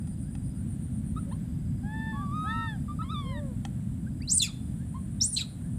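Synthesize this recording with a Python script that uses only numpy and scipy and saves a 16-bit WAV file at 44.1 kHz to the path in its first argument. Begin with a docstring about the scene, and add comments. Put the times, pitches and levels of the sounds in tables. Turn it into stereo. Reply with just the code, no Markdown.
"""Young monkeys in a field of broad leaves coo to each other, their calls overlapping; then one screams twice.
Calls are harmonics weighted by throat and mouth. Each scream arches up to a whistle and breaks into a rough fall.
Stalks snap as damped rings with noise cracks. Three insects pulse in the treble as narrow resonances, over
a far chorus, a low noise rumble of wind and a faint hush of air."""
import sys
import numpy as np
from scipy import signal
from scipy.fft import rfft, irfft, next_fast_len
from scipy.io import wavfile
from scipy.ndimage import map_coordinates

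SR = 44100
rng = np.random.default_rng(int(sys.argv[2]) if len(sys.argv) > 2 else 0)


def transcribe(u):
    """Save the signal u as a 16-bit wav file named by the first command-line argument.

    u: samples, shape (n,) or (channels, n), limited to [-1, 1]; the rate is SR.
    q: integer samples, one column per channel.
    """
    v = np.clip(np.atleast_2d(u).T, -1, 1)
    q = np.round(v * 32767).astype(np.int16)
    wavfile.write(sys.argv[1], SR, q)


N = 254898
TIME = np.arange(N) / SR  # s

# resonances of the throat and wide mouth: [f/Hz, gain/dB]
OPEN_MOUTH = [(500, 36), (900, -5), (1300, 1), (1800, 3), (2200, -20), (2750, -20), (3550, -10),
              (4100, -26), (4600, -31), (5600, -45), (8000, -50), (11000, -49)]
# resonances of the throat and rounded lips: [f/Hz, gain/dB]
PURSED_LIPS = [(550, 9), (900, 2.5), (1250, -3), (1700, -3.5), (2250, -30.5), (2600, -28), (3100, -23),
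               (3750, -21.5), (5000, -39.5), (6300, -35), (7700, -41), (10300, -18.5), (12000, -52.5)]
COO_JITTER = 0.004  # random pitch unsteadiness of a clear call, share of the pitch


def amp(db):
    """Decibels to gain."""
    return 10 ** (np.asarray(db) / 20)


def unit(x):
    """Scale to rms 1."""
    return x / np.sqrt(np.mean(x ** 2) + 1e-20)


def along(points, hz):
    """Read (Hz, value) points on a log frequency axis."""
    f, v = np.transpose(points)
    return np.interp(np.log(hz + 1), np.log(f), v)


def curves(rows, t=TIME):
    """Read every column after the first at the points t of the first."""
    s, *cols = np.transpose(rows)
    return [np.interp(t, s, c) for c in cols]


def wobble(rate, t=TIME):
    """A smooth random curve, rate knots a second."""
    at = (t - t[0]) * rate
    return map_coordinates(rng.standard_normal(int(at[-1]) + 4), [at])


def filtered(x, response):
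    """Multiply the spectrum of x by a response of frequency."""
    m = next_fast_len(N + SR // 4)
    hz = np.fft.rfftfreq(m, 1 / SR)
    return irfft(rfft(x, m) * response(hz), m)[..., :N]


def panned(x, left_db):
    """Louder on the left by left_db, at the same power."""
    return x * unit(amp([[left_db / 2], [-left_db / 2]]))


def rush(spectrum, alike):
    """Stereo noise of rms 1 with a colour and a left-right likeness, mixed from mid and side."""
    def mid_side(hz):
        turn = np.arccos(np.clip(along(alike, hz), -1, 1)) / 2
        return amp(along(spectrum, hz)) * [np.cos(turn), np.sin(turn)]

    mid, side = filtered(rng.standard_normal((2, N)), mid_side)
    return unit(np.array([mid + side, mid - side]))


def wind():
    """A dull noise rumble with one mild gust and brief dips, and the faint hush of air over the leaves."""
    # brief dips of the rumble: [t/s, depth/dB]
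    dips = [(4.38, 5), (4.85, 1.5), (5.27, 8)]
    # colour of the rumble: [f/Hz, relative level/dB]
    rumble_colour = [(12, -53), (20, -62), (34, -13), (64, -2.5), (134, -1), (243, -5.5), (278, -13.5),
                     (313, -18.5), (353, -27), (392, -31), (422, -38.5), (475, -37), (700, -37.5),
                     (910, -56.5), (1540, -120)]
    # colour of the hush: [f/Hz, relative level/dB]
    hush_colour = [(300, 5), (600, 4), (1100, -6.5), (1700, -6.5), (2600, -13.5), (3500, -13),
                   (4400, -17.5), (5600, -21.5), (7000, -17), (11000, -14.5), (15500, -18.5)]
    # left-right likeness of the hush: [f/Hz, likeness/0-1]
    hush_alike = [(600, 0.13), (1400, 0.8), (3100, 1), (5000, 1), (7000, 1), (15000, .05)]
    base_db, gust_peak_db = -33, 1.05
    gust_s, gust_width_s = 1.6, 0.86
    dip_fall_s, dip_return_s = 0.07, 0.41

    gust_db = gust_peak_db * np.exp(-((TIME - gust_s) / gust_width_s) ** 2)
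    dip_db = sum(np.interp(TIME, [s - dip_fall_s, s, s + dip_return_s], [0, db, 0]) for s, db in dips)
    rumble_db = base_db + gust_db - dip_db + 0.7 * wobble(15)
    rumble = amp(rumble_db) * rush(rumble_colour, [(100, 0.9), (280, 0.92), (600, 0.13)])
    hush = amp(-57.5 + 0.67 * wobble(2.9)) * rush(hush_colour, hush_alike)
    return panned(rumble, left_db=-3.0) + hush


def song_level(bouts, rest_db):
    """Each bout swells from the resting level, holds and breaks off; in dB."""
    stop_s = 0.05
    levels = [np.interp(TIME, [s, s + swell, end, end + stop_s], [rest_db, db, db, rest_db])
              for s, swell, end, db in bouts]
    return np.max(levels, axis=0)


def insect(song, db, left_db):
    """Even wing strokes with short pauses drive a narrow resonance of the wing, whose phase wanders."""
    hz, width_hz, rate, start, depth, tooth_rate, tooth_depth = song

    def resonance(f, width):
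        return np.exp(-((f - hz) / width) ** 2)

    ring = filtered(rng.standard_normal((2, N)), lambda f: resonance(f, width_hz))
    steady = np.cos(np.angle(signal.hilbert(ring)))  # keep the wandering phase, flatten the level
    wing = filtered(steady, lambda f: resonance(f, 2 * width_hz))
    strokes = 1 - depth + depth * np.abs(np.cos(np.pi * rate * (TIME - start)))
    teeth = 1 + tooth_depth * np.cos(2 * np.pi * tooth_rate * TIME)  # the scraper skips over the file
    return panned(amp(db) * unit(wing * strokes * teeth), left_db)


def insects():
    """A katydid that drops away and slowly returns, two crickets, and a far chorus of coloured noise."""
    # songs: [f/Hz, width/Hz, pulse rate/Hz, first pulse/s, depth/0-1, tooth rate/Hz, tooth depth/0-1]
    katydid_song = (9170, 620, 8.13, .103, .88, 165, .45)
    high_song = (7990, 150, 11.65, .054, .7, 0, 0)
    low_song = (4910, 110, 18.25, .021, .92, 0, 0)
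    # bouts of song: [t/s, swell/s, end/s, level/dB]
    katydid_bouts = [(-.1, .05, 1.36, -55.5), (4.2, .7, 5.8, -59.5)]
    low_bouts = [(-.1, .05, 0.58, -73.5), (1.3, 0.15, 3.3, -74.5), (3.85, 0.27, 4.72, -76),
                 (5.2, .2, 5.4, -75)]
    chorus_bouts = [(1.8, 1, 5.8, -62.5)]
    # colour of the chorus: [f/Hz, relative level/dB]
    chorus_colour = [(6000, -67), (7400, 9), (8300, 4), (9200, 14.5), (9650, 13.5), (10300, -3.5),
                     (11200, -3.5), (12500, -32)]

    katydid = insect(katydid_song, song_level(katydid_bouts, rest_db=-76.5), left_db=0.5)
    high = insect(high_song, db=-68.5, left_db=0.5)
    low = insect(low_song, song_level(low_bouts, rest_db=-100), left_db=-1)
    chorus_db = song_level(chorus_bouts, rest_db=-66) + wobble(11)
    chorus = amp(chorus_db) * rush(chorus_colour, [(9000, 0.39)])
    return katydid + high + low + chorus


def snaps():
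    """Stalks give way, each with a noise crack and a short hollow ring of damped modes."""
    # stalks that break: [t/s, strength/dB]
    breaks = [(0.073, -49), (0.352, -43), (3.651, -30.5)]
    # modes of a hollow stalk: [f/Hz, relative level/dB, t60/s]
    stalk_modes = [(802, 2, 0.04), (1365, -11.5, 0.052), (1840, -1, 0.018), (2560, -6, 0.022),
                   (3280, -5, 0.023), (6350, -16, 0.0045)]
    # colour of the crack: [f/Hz, relative level/dB]
    crack_colour = [(400, -33), (900, -18), (3300, 4), (5000, -2.5), (7300, 2), (10000, -1), (14000, -29)]

    rings, cracks = np.zeros(N + SR), np.zeros(N + SR)
    t = np.arange(SR // 8) / SR
    for s, db in breaks:
        ring = sum(amp(level - 60 * t / t60) * np.sin(2 * np.pi * hz * t + rng.uniform(0, 2 * np.pi))
                   for hz, level, t60 in stalk_modes)
        strength = amp(db) * (1 - np.exp(-t / 0.00036))  # a very short onset
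        first = round(s * SR)
        rings[first:][:len(t)] += amp(-3.5) * strength * ring
        cracks[first:][:len(t)] += strength * amp(-60 * t / 0.016) * rng.standard_normal(len(t))
    coloured = filtered(cracks[:N], lambda hz: amp(along(crack_colour, hz)))
    return panned(rings[:N] + coloured, left_db=1.0)


def voice(rows, mouth, bright_db, jitter, rasp=0., count=10):
    """Harmonics of the vocal folds, weighted by the mouth; rough folds scatter in phase and add side tones."""
    on = (TIME >= rows[0][0]) & (TIME <= rows[-1][0])
    t = TIME[on]
    pitch, db, *rough = curves(rows, t)
    chaos = rasp * rough[0] if rough else 0
    pitch = pitch * (1 + jitter * wobble(170.9, t))
    phase = 2 * np.pi * np.cumsum(pitch) / SR + chaos * wobble(1100, t)

    k = np.arange(1, count + 1)[:, None]  # harmonic numbers
    weight_db = along(mouth, k * pitch) - along(mouth, pitch) + bright_db * np.log2(k)
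    weights = amp(weight_db) * (k * pitch < SR / 2)
    shimmer = amp(1.2 * np.sqrt(k - 0.8) * np.array([wobble(35, t) for _ in k]))
    harmonics = (weights * shimmer * np.sin(k * phase)).sum(0)
    # strained folds repeat only every fourth cycle, which adds a tone a quarter below the pitch
    side_tone = 0.7 * chaos * np.sin(phase * 3 / 4)

    flutter = amp(0.27 * wobble(64.5, t) + 7.5 * chaos * wobble(760, t))
    edges = np.clip(np.minimum(t - t[0], t[-1] - t) / 0.0039, 0, 1)
    out = np.zeros(N)
    out[on] = np.sqrt(2) * amp(db) * edges * flutter * (harmonics + side_tone)
    return out


def chirps():
    """Brief hoots through pursed lips that swell and slide to their final pitch."""
    # chirps: [t/s, length/s, start f/Hz, end f/Hz, reference level/dB, brightness/dB per octave]
    chirp_rows = [(0.232, .12, 1405, 1750, -71, -9), (.56, 0.1, 1320, 1580, -69.5, 0),
                  (1.162, 0.036, 1210, 1327, -41, -1), (1.262, .073, 556, 550, -55.5, -19),
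                  (1.311, 0.034, 783, 1115, -48, 4.5), (2.88, 0.062, 1155, 1198, -42, -4.5),
                  (2.988, 0.058, 1257, 1306, -37.5, -6.5), (3.014, 0.039, 854, 1030, -53.5, 8.5),
                  (4.063, 0.027, 1400, 1630, -55, -4), (4.202, .066, 1550, 3070, -55.5, -16),
                  (4.218, 0.01, 4420, 4830, -46, -20), (4.78, .099, 1426, 1830, -69, -10),
                  (4.941, 0.051, 996, 1082, -46, -1), (5.602, 0.13, 1367, 1840, -71, -12)]
    out = np.zeros(N)
    for s, length, start_hz, end_hz, db, bright_db in chirp_rows:
        middle_hz = start_hz + 0.75 * (end_hz - start_hz)
        rows = [(s, start_hz, db - 3),
                (s + length / 2, middle_hz, db + 2.5),
                (s + length, end_hz, db - 14)]
        out += voice(rows, PURSED_LIPS, bright_db, jitter=0.021, count=4)
    return panned(out, left_db=4.0)


def arch(t, rise, fall, first, top, last, flatness):
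    """Climb from first to a rounded top, then sink to last."""
    climb = (first - top) * np.abs(1 - t / rise) ** flatness
    sink = (last - top) * np.abs((t - rise) / fall) ** flatness
    return top + np.where(t < rise, climb, sink)


def coos():
    """Clear coos whose pitch and loudness rise and sink together."""
    # arched coos: [t/s, rise/s, fall/s, start f/Hz, top f/Hz, end f/Hz, flatness of the top,
    # top level/dB, brightness/dB per octave, left against right/dB, mouth]
    coo_rows = [(1.83, 0.2, 0.24, 783, 885, 728, 2.9, -45, -3.5, 8.5, OPEN_MOUTH),
                (2.43, .15, 0.21, 674, 922.7, 678, 3.2, -45, 1, 8, OPEN_MOUTH),
                (3.23, .16, .17, 460.4, 595, 444, 1.3, -48, -5.5, -0.5, PURSED_LIPS)]
    swell_db, fade_db, level_bend = 11, 19, 3.3  # start and end lie this far below the top

    out = np.zeros((2, N))
    for s, rise, fall, start_hz, top_hz, end_hz, flatness, db, bright_db, left_db, mouth in coo_rows:
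        t = TIME[TIME < rise + fall]
        pitch = arch(t, rise, fall, start_hz, top_hz, end_hz, flatness)
        level = arch(t, rise, fall, db - swell_db, db, db - fade_db, level_bend)
        rows = np.column_stack([s + t, pitch, level])
        out += panned(voice(rows, mouth, bright_db, COO_JITTER, count=7), left_db)
    return out


def long_calls():
    """A nearly pure long hoot through pursed lips, and a wavering wail."""
    # each call, before its gain below: [t/s, f/Hz, level of the fundamental/dB]
    hoot_rows = [(2.125, 1072, -54), (2.159, 1116, -42.5), (2.229, 1175, -40.5), (2.303, 1130, -45.5),
                 (2.351, 1234, -35.5), (2.593, 1323, -35.5), (2.661, 1303, -41.5), (2.68, 1226, -54)]
    wail_rows = [(3.04, 1065, -52.5), (3.084, 1077, -58), (3.102, 1207, -41), (3.124, 1327, -37.5),
                 (3.166, 1159, -42.5), (3.2, 1159, -41.5), (3.236, 1080, -52), (3.3, 1061, -47.5),
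                 (3.39, 907, -57), (3.41, 820, -77)]
    # resonances of the wailing mouth: [f/Hz, gain/dB]
    wail_mouth = [(850, -5), (1250, 2.5), (1800, 3.5), (2300, -15), (2750, -23.5), (3250, -7), (3550, -2.5),
                  (3950, -13), (4600, -29), (6000, -35)]

    hoot = voice(hoot_rows, PURSED_LIPS, bright_db=-4.0, jitter=COO_JITTER)
    wail = voice(wail_rows, wail_mouth, bright_db=0.0, jitter=0.0094, count=5)
    return amp(0.85) * panned(hoot, left_db=1.0) + amp(2.0) * panned(wail, left_db=8.0)


def shriek(rows, bright_db, rasp, hiss_db, fuzz_db):
    """A strained voice; roughness adds throat hiss and a band of noise around the pitch."""
    # resonances of the mouth with bared teeth: [f/Hz, gain/dB]
    bared_teeth = [(1000, -14), (2300, -8), (3700, 6.5), (5500, -4.5), (7400, 3), (9000, -14),
                   (10500, -1.5), (12000, -42), (15500, -27)]
    # colour of the throat hiss: [f/Hz, relative level/dB]
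    hiss_colour = [(900, -25.5), (2000, -51), (3800, -6), (5500, -1), (7500, 9.5), (9500, 3.5),
                   (11500, -3.5), (15500, -13)]

    pitch, db, rough = curves(rows)
    on = (TIME >= rows[0][0]) & (TIME <= rows[-1][0])
    hiss = unit(filtered(rng.standard_normal(N), lambda hz: amp(along(hiss_colour, hz))))
    carrier = np.exp(2j * np.pi * np.cumsum(pitch) / SR)
    fuzz = np.real((wobble(1500) + 1j * wobble(1500)) * carrier)
    noise = on * amp(db) * (rough * amp(hiss_db) * hiss + rough ** 2 * amp(fuzz_db) * fuzz)
    clear = np.sqrt(1 - np.clip(rough, 0, 0.95) ** 2)
    return clear * voice(rows, bared_teeth, bright_db, jitter=0.0087, rasp=rasp, count=4) + noise


def whistles():
    """A scream arches up to a trembling whistle; its pitch sets how rough it is and shapes its loudness."""
    # a strong arch and a weak one below it in each scream, levels before the register gain:
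    # [t/s, rise/s, fall/s, start f/Hz, top f/Hz, end f/Hz, start level/dB, end level/dB]
    arches = [(4.273, .081, .032, 3950, 9150, 7440, -26.5, -20),
              (4.325, 0.023, 0.011, 6100, 6900, 6100, -30.5, -36),
              (5.209, .078, 0.068, 5250, 9900, 7400, -21, -30),
              (5.202, 0.0244, .008, 3650, 4400, 4350, -23, -40)]
    # flares on the mouth's resonances, rough where the register changes: [f/Hz, gain/dB, roughness/0-1]
    register = [(3500, -12.5, .15), (4100, -13, .12), (4700, -5, .1), (5700, -2.5, .2), (6550, -7, 0.8),
                (7400, 3.5, 0.3), (8250, -2.5, 0.3), (9000, 0, .12), (9900, -4.5, 0.1)]
    rise_ease, sink_bend = 1.75, 2.1  # starts upward gently, rounds off at the top, sinks ever faster

    out = np.zeros(N)
    for s, rise, fall, start_hz, top_hz, end_hz, start_db, end_db in arches:
        t = TIME[TIME < rise + fall]
        climb = start_hz + (top_hz - start_hz) * np.abs(np.sin(np.pi / 2 * t / rise)) ** rise_ease
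        sink = top_hz + (end_hz - top_hz) * np.abs((t - rise) / fall) ** sink_bend
        pitch = np.where(t < rise, climb, sink)
        gain_db, rough = curves(register, pitch)
        level = np.linspace(start_db, end_db, len(t)) + gain_db + 2 * wobble(130, t)
        rows = np.column_stack([s + t, pitch, level, rough])
        out += shriek(rows, bright_db=-30, rasp=0.3, hiss_db=-7.5, fuzz_db=-2)
    return out


def falls():
    """The voice breaks to a lower register and slides down in harsh spurts, most growing rougher."""
    # spurts; in the second scream the folds split into two pitches: [t/s, attack/s, hold/s, release/s,
    # start f/Hz, end f/Hz, level/dB, start roughness/0-1, end roughness/0-1, hiss/dB]
    spurts = [(4.385, 0.02, 0.0052, 0.0046, 5270, 3650, -24, .02, .08, -0.5),
              (4.414, 0.0063, .011, .012, 3750, 3184, -23.5, 0.28, 0.37, 5),
              (4.43, 0.0056, .014, .028, 2847, 2045, -34.5, .2, 0.33, 8),
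              (4.468, 0.0073, 0.021, 0.018, 1500, 980, -54, .3, 0.4, -6),
              (5.36, 0.0071, 0.0097, 0.022, 4190, 3880, -25, .35, .7, -8),
              (5.393, .016, .008, .016, 4000, 3700, -31, 0.37, .55, -5),
              (5.363, 0.00386, .034, .008, 3450, 2200, -37.5, 0.3, 0.35, -9),
              (5.403, 0.0105, .025, 0.0152, 1650, 1104, -57, 0.54, .3, -8)]
    attack_db, sag_db_per_s, release_db = 25, 126.5, 25  # depth of attack, sag while held, depth of release
    full_voice_db, soft_dulling = -28, 0.17  # dB per octave lost for each dB below full voice

    out = np.zeros(N)
    for s, attack, hold, release, start_hz, end_hz, db, start_rough, end_rough, hiss_db in spurts:
        t = TIME[TIME < attack + hold + release]
        held_db = db - sag_db_per_s * hold
        corners = np.cumsum([0, attack, hold, release])
        level = np.interp(t, corners, [db - attack_db, db, held_db, held_db - release_db])
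        pitch = np.geomspace(start_hz, end_hz, len(t))
        rough = np.linspace(start_rough, end_rough, len(t))
        rows = np.column_stack([s + t, pitch, level + wobble(110, t), rough])
        bright_db = -2.0 - soft_dulling * (full_voice_db - db)
        out += shriek(rows, bright_db, rasp=0.3, hiss_db=hiss_db, fuzz_db=9.5)
    return out


def two_ports(x):
    """The right port hears the treble later than the left, and shaded."""
    # right port behind left: [f/Hz, lag/rad]
    port_lag = [(1500, .15), (7000, 0), (8300, 0), (9040, 2.6), (10000, 3.8), (15000, 5)]
    # right port against left: [f/Hz, gain/dB]
    port_shade = [(1500, -1), (4000, -.5), (5500, 3), (7500, -3), (9000, -4), (10000, 2), (12000, 8)]

    def ports(hz):
        right = amp(along(port_shade, hz)) * np.exp(-1j * along(port_lag, hz))
        return np.array([np.ones(len(hz)), right])

    return filtered(x, ports)


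def reflections(x):
    """Ground and leaves send back a few delayed copies."""
    # echoes: [delay/s, level/dB]
    echoes = [(0.01, -11.5), (0.022, -22), (.037, -21.5)]
    return filtered(x, lambda hz: sum(amp(db) * np.exp(-2j * np.pi * hz * delay) for delay, db in echoes))


def field(x, wet_db, delay):
    """Leaves and far trees scatter a short diffuse tail: decaying noise that builds up over delay seconds."""
    # decay of the tail: [f/Hz, t60/s]
    field_t60 = [(500, 0.72), (1500, 0.42), (2600, 0.39), (3500, 0.45), (4500, 0.35), (6000, 0.35),
                 (8500, 0.28), (14000, 0.11)]
    hz, t, z = signal.stft(rng.standard_normal((2, SR // 2)), SR, nperseg=256)
    late = amp(-60 * t / along(field_t60, hz)[:, None])
    early = 5.2 * amp(-60 * t / 0.061)
    tail = signal.istft(z * (late + early) * (1 - np.exp(-t / delay)), SR, nperseg=256)[1]
    tail = tail / np.linalg.norm(tail[0])
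    return amp(wet_db) * signal.fftconvolve(x.mean(0)[None], tail, axes=1)[:, :N]


def scene():
    """The calls reach the two ports out of step in the treble, over insects and wind."""
    soft = coos() + long_calls() + chirps() + snaps()
    loud = panned(whistles() + falls(), left_db=5.2)
    direct = two_ports(soft + loud)
    tails = field(soft, wet_db=-12.5, delay=0.0027) + field(loud, wet_db=-10.0, delay=0.0078)
    return direct + reflections(loud) + tails + insects() + wind()


def record(dry):
    """Cut everything above the band limit."""
    top_hz = 15550
    return filtered(dry, lambda hz: hz < top_hz)


dry = scene()
out = record(dry)
transcribe(out)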